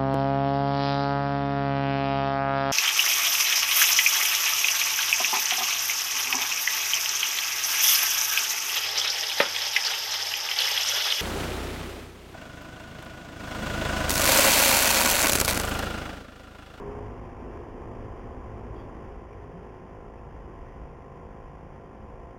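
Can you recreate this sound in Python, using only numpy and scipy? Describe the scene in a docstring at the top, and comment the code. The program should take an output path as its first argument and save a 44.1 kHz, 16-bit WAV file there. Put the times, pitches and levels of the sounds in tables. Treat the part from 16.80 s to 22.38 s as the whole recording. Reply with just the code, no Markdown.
"""Evening on a river bank. Throughout, a small single-cylinder pump putters some way off, a distant
road drones, and light air rumbles on the microphone over a faint hiss of tyres and water.
From the start a vehicle drives off and the road slowly sinks. From 1 s the traffic gives brief low
swells; from 1.7 s come very faint peeps, likely birds and drips; at 2.9 s a farther engine swells in.
A narrow-band recorder dulls it all and adds a thin, glassy top."""
import sys
import numpy as np
from scipy import signal
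from scipy.fft import rfft, irfft
from scipy.io import wavfile
from scipy.ndimage import map_coordinates

SR = 44100
rng = np.random.default_rng(int(sys.argv[2]) if len(sys.argv) > 2 else 0)


def store_pcm(level_fs):
    """Save levels as 16-bit WAV."""
    pcm = np.round(np.clip(level_fs, -1, 1) * 32767).astype(np.int16)
    wavfile.write(sys.argv[1], SR, np.atleast_2d(pcm).T)


N = 246078
TIME_S = np.arange(N) / SR
FREQ_HZ = np.maximum(np.arange(N // 2 + 1) * SR / N, 1)

# governed pump speed (time [s], firing rate [Hz])
PUMP_RATE_HZ = [(0, 53.02), (1.0, 53.04), (2.0, 53.09), (2.5, 53.0), (4.8, 52.99), (5.58, 52.82)]
# pump, as the air carries it (time [s], level [dB])
PUMP_DB = [(0, -50), (.9, -51.5), (1.1, -50.5), (1.6, -51), (2.4, -53.3), (2.8, -52.5), (3.5, -53),
           (4.25, -53.2), (4.55, -51.5), (5.1, -54.5), (5.58, -52)]
# exhaust response (multiple of firing rate [-], gain [dB])
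EXHAUST_DB = [(1, 1), (2, -3.5), (3, -7), (4, -5.5), (5, -5), (6, -20), (7, -1.5), (8, -18), (9, -1),
              (10, -2), (11, -11.5), (12, -12), (13, -2.5), (14, -6), (15, -4), (16, -21.5), (17, -6.5),
              (18, -27), (19, -3), (20, -5.3), (21, -26.5), (22, -17), (23, -36), (25, -21.5), (26, -15.5),
              (28, -44), (31, -22.5), (34, -34), (35, -27.5), (36, -20), (38, -28), (40, -32.5), (43, -42),
              (44, -21), (45, -38.5), (60, -40)]
# group delay of the knock (frequency [Hz], delay re smear_s [dB])
KNOCK_LAG_DB = [(50, 12), (250, 6), (450, -8.5)]
# bank echoes (delay [s])
ECHO_DELAYS_S = [.043, .071, .118, .163]
# gas puff and clatter (frequency [Hz], relative density [dB])
PUFF_SPECTRUM_DB = [(250, -19), (420, 6), (560, -9.5), (760, -11), (900, -3.5), (1080, 2), (1280, -14.5),
                    (1900, -13), (2900, -25), (4000, -29.5)]

# leaving engine (time [s], cycle rate [Hz])
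LEAVING_RATE_HZ = [(0, 33.9), (.3, 35.0), (1.0, 35.2), (1.55, 35.9), (2.2, 35.0), (2.9, 34.1), (5.58, 34.2)]
# its drone, hum, growl and whine, each (time [s], level [dB])
DRONE_DB = [(0, -62), (.28, -37.5), (.5, -56), (.7, -49), (1.0, -48), (1.25, -49), (1.5, -50),
            (1.95, -45.5), (2.4, -57), (2.6, -46), (3.1, -56.5), (5.58, -67)]
HUM_DB = [(0, -48.5), (.45, -48), (1.15, -48), (1.5, -51.5), (1.85, -48.5), (2.25, -62), (3.0, -61),
          (5.58, -88)]
GROWL_DB = [(0, -62), (.55, -52.5), (.74, -46), (1.05, -57), (2.3, -57.5), (5.58, -81)]
WHINE_DB = [(0, -42), (.06, -41), (.24, -41.5), (.35, -52), (.62, -69), (.7, -43), (.85, -51), (1.5, -52),
            (2.2, -52), (2.9, -53), (3.1, -66), (3.27, -47), (3.45, -67), (4.1, -54.5), (5.58, -74)]

# receding traffic (time [s], relative level [dB])
TRAFFIC_DB = [(0, -53), (.25, -55.5), (.55, -57.5), (.74, -55.5), (.92, -57.5), (1.35, -57), (1.6, -58),
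              (1.95, -57), (2.3, -57.5), (2.45, -60), (2.6, -59), (3.35, -61.5), (3.88, -60), (4.3, -61.5),
              (5.1, -61.5), (5.4, -61.5), (5.58, -63.5)]
# air on the microphone (time [s], level [dB])
AIR_DB = [(0, -42.5), (.7, -42.5), (.9, -44), (1.45, -42.5), (2.25, -43.5), (2.5, -48), (3.35, -48.5),
          (3.55, -44), (4.3, -47.5), (4.55, -45.5), (5.1, -49.5), (5.35, -45), (5.58, -51.5)]
# road, air and hiss, each (frequency [Hz], relative density [dB])
ROAD_SPECTRUM_DB = [(70, -20), (130, -2), (175, -6.5), (220, -3.5), (290, -3.5), (380, -1.5), (470, -6.5),
                    (600, -8), (720, -10), (850, -10), (1100, -11), (1400, -24.5), (2500, -51)]
AIR_SPECTRUM_DB = [(10, -15), (21, -8), (31, 0), (40, -3), (52, .5), (65, -2.8), (78, -3), (100, -10),
                   (150, -19), (300, -35)]
HISS_SPECTRUM_DB = [(600, -6.5), (1050, 2.5), (1350, 3), (1850, 3.5), (2300, -1), (3000, -3.5),
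                    (4000, -3.5)]

# low traffic swells (time [s], centre [Hz], half-width [Hz], length [s], level [dB])
SWELL_NOTES = [(1.05, 134, 20, 0.22, -47.5), (2.05, 164, 30, 0.17, -54), (2.78, 169, 24, 0.24, -50),
               (3.06, 175, 31, 0.16, -51.5), (3.52, 145, 22, 0.18, -51.5), (3.67, 327, 25, 0.08, -54)]
# peeps and plinks (time [s], centre [Hz], half-width [Hz], length [s], level [dB])
PEEP_NOTES = [(1.724, 1550, 180, .025, -58), (1.972, 3250, 50, .028, -57.5), (2.002, 3260, 60, .028, -56.5),
              (2.0, 3520, 220, .09, -60), (2.529, 2310, 130, .024, -60.5), (3.25, 1350, 60, .092, -63),
              (3.39, 2550, 100, .022, -59.5), (3.9, 1880, 130, .1, -64.5), (4.53, 1700, 130, .14, -68),
              (4.96, 1850, 130, .07, -67), (5.42, 1900, 130, .14, -68)]
# far engine at mid-swell (multiple of cycle rate [-], level [dB])
FAR_HARMONICS_DB = [(5, -53.5), (6, -55.5), (7, -59.5), (8, -59.5)]


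def from_db(db):
    """Decibels to gain."""
    return 10 ** (np.asarray(db) / 20)


def unit_rms(x):
    """Scale to rms 1."""
    return x / np.sqrt(np.mean(x ** 2) + 1e-20)


def curve(rows):
    """(time, value) rows, interpolated linearly per sample."""
    return np.interp(TIME_S, *np.transpose(rows))


def gain_at(rows, axis=FREQ_HZ):
    """Gain of a dB table on a log axis; -12 dB/octave past the last row."""
    knots, db = np.transpose(rows)
    rolloff = np.minimum(knots[-1] / axis, 1) ** 2
    return from_db(np.interp(np.log(axis), np.log(knots), db)) * rolloff


def noise(gain):
    """Spectrally shaped noise, rms 1."""
    return unit_rms(irfft(rfft(rng.standard_normal(N)) * gain, N))


def drift(corner_hz):
    """Low-passed random wander, rms 1."""
    return noise(1 / (1 + (FREQ_HZ / corner_hz) ** 2))


def ring(drive, gain):
    """Minimum-phase filter: sharp onset, then ringing."""
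    cepstrum = irfft(np.log(gain), N)
    cepstrum[1:N // 2] *= 2
    cepstrum[N // 2 + 1:] = 0
    return irfft(rfft(drive) * np.exp(rfft(cepstrum)), N)


def pump(knock_db=5.0, puff_db=-6.0, echo_db=-14, uneven_db=0.37,
         puff_s=0.012, smear_s=0.001998, hunt_hz=0.09):
    """Each firing knocks the exhaust and puffs gas; bank echoes make the overtones waver."""
    rate_hz = curve(PUMP_RATE_HZ)
    cycles = np.cumsum(rate_hz + hunt_hz * drift(6.0)) / SR
    fires = np.diff(np.floor(cycles), prepend=0) > 0
    pulses = fires * from_db(uneven_db * rng.standard_normal(N))
    knock = unit_rms(ring(pulses, gain_at(EXHAUST_DB, FREQ_HZ / np.mean(rate_hz))))
    lag_s = smear_s * gain_at(KNOCK_LAG_DB)   # lows build up later
    knock = irfft(rfft(knock) * np.exp(-2j * np.pi * np.cumsum(lag_s) * SR / N), N)
    echoes = unit_rms(sum(drift(4.0) * np.roll(knock, int(s * SR)) for s in ECHO_DELAYS_S))
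    exhaust = knock + from_db(echo_db) * echoes
    puff_envelope = signal.lfilter([1], [1, -np.exp(-1 / (puff_s * SR))], pulses)
    puff = unit_rms(ring(puff_envelope * rng.standard_normal(N), gain_at(PUFF_SPECTRUM_DB)))
    return from_db(curve(PUMP_DB)) * (from_db(knock_db) * exhaust + from_db(puff_db) * puff)


def traffic_swing_db():
    """Traffic level about its mean."""
    level_db = curve(TRAFFIC_DB)
    return level_db - np.mean(level_db)


def road_roar(mean_db=-47.5, follow=1.25, surge_db=0.82):
    """Distant roar; surges slowly and sinks as the traffic moves off."""
    level_db = mean_db + follow * traffic_swing_db() + surge_db * drift(1.2)
    return from_db(level_db) * noise(gain_at(ROAD_SPECTRUM_DB))


def air_rumble(lump_db=0.5):
    """Light, lumpy airflow on the microphone."""
    level_db = curve(AIR_DB) - lump_db * drift(24.0)
    return from_db(level_db) * noise(gain_at(AIR_SPECTRUM_DB))


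def far_hiss(mean_db=-57, follow=0.87, flutter_db=0.63):
    """Tyres and water; the level follows the traffic."""
    level_db = mean_db + follow * traffic_swing_db() + flutter_db * drift(57)
    return from_db(level_db) * noise(gain_at(HISS_SPECTRUM_DB))


def engine(rate_hz, harmonics, fade_db, wobble_hz, rough_db=3.0):
    """Harmonics (multiple [-], level [dB]); uneven firing roughens them, air makes them fade and waver."""
    out = np.zeros(N)
    for multiple, db in harmonics:
        hz = multiple * rate_hz + wobble_hz * drift(9.23)
        level_db = db + fade_db * drift(4.2) + rough_db * drift(25)
        out += from_db(level_db) * np.sin(2 * np.pi * np.cumsum(hz) / SR)
    return out


def leaving_engine():
    """A vehicle drives off: its hum holds, then sinks; drone, growl and whine come in swells."""
    rate_hz = curve(LEAVING_RATE_HZ)
    growl_db = curve(GROWL_DB)
    hum = engine(rate_hz, [(7, curve(HUM_DB))], fade_db=2.4, wobble_hz=0.79, rough_db=2.5)
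    growl = engine(rate_hz, [(10, growl_db), (9, growl_db - 7)], fade_db=1.5, wobble_hz=4.1)
    drone = engine(rate_hz, [(3, curve(DRONE_DB))], fade_db=1.0, wobble_hz=4.49)
    whine = engine(rate_hz, [(12, curve(WHINE_DB))], fade_db=0.7, wobble_hz=1.26, rough_db=1.8)
    return drone + hum + growl + whine


def distant_notes(rows):
    """Swells or peeps blurred by distance: narrow noise bands under Gaussian envelopes."""
    out = np.zeros(N)
    for time_s, centre_hz, half_width_hz, length_s, db in rows:
        envelope = np.exp(-(2 * (TIME_S - time_s) / length_s) ** 2)
        band = noise(1 / (1 + ((FREQ_HZ - centre_hz) / half_width_hz) ** 4))
        out += from_db(db) * envelope * band
    return out


def far_engine(start_s=2.9, length_s=2.85, start_hz=26.3, rise_hz_per_s=0.3, brighten_db_per_s=1.7):
    """A second vehicle hums in one swell, gathering speed; its upper harmonics gain as it goes."""
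    age_s = TIME_S - start_s
    swell = np.sqrt(np.abs(np.sin(np.pi * np.clip(age_s / length_s, 0, 1))))
    tilt_db = brighten_db_per_s * (age_s - length_s / 2)   # per harmonic step
    harmonics = [(multiple, db + k * tilt_db) for k, (multiple, db) in enumerate(FAR_HARMONICS_DB)]
    return swell * engine(start_hz + rise_hz_per_s * age_s, harmonics, fade_db=1.5, wobble_hz=3.49)


def scene():
    """All sources at one microphone."""
    engines = pump() + leaving_engine() + far_engine()
    background = road_roar() + air_rumble() + far_hiss()
    notes = distant_notes(PEEP_NOTES) + distant_notes(SWELL_NOTES)
    return (engines + background + notes)[None]


def record(dry):
    """Band-limited, low-rate recorder; linear interpolation mirrors faint images into the treble."""
    bass_hz, treble_hz, sample_rate_hz, output_cut_hz = 11, 3222, 8000, 15350
    bass_cut = 1 / (1 + (bass_hz / FREQ_HZ) ** 4)
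    treble_cut = 1 / np.sqrt(1 + (FREQ_HZ / treble_hz) ** 22)
    narrow = irfft(rfft(dry[0]) * bass_cut * treble_cut, N)
    instants = np.arange(0, N, SR / sample_rate_hz)
    samples = map_coordinates(narrow, [instants], order=3, mode="nearest")
    joined = np.interp(np.arange(N), instants, samples)
    lowpass = signal.ellip(10, .2, 70, output_cut_hz, fs=SR, output="sos")
    return signal.sosfilt(lowpass, joined)[None]


dry = scene()
out = record(dry)
store_pcm(out)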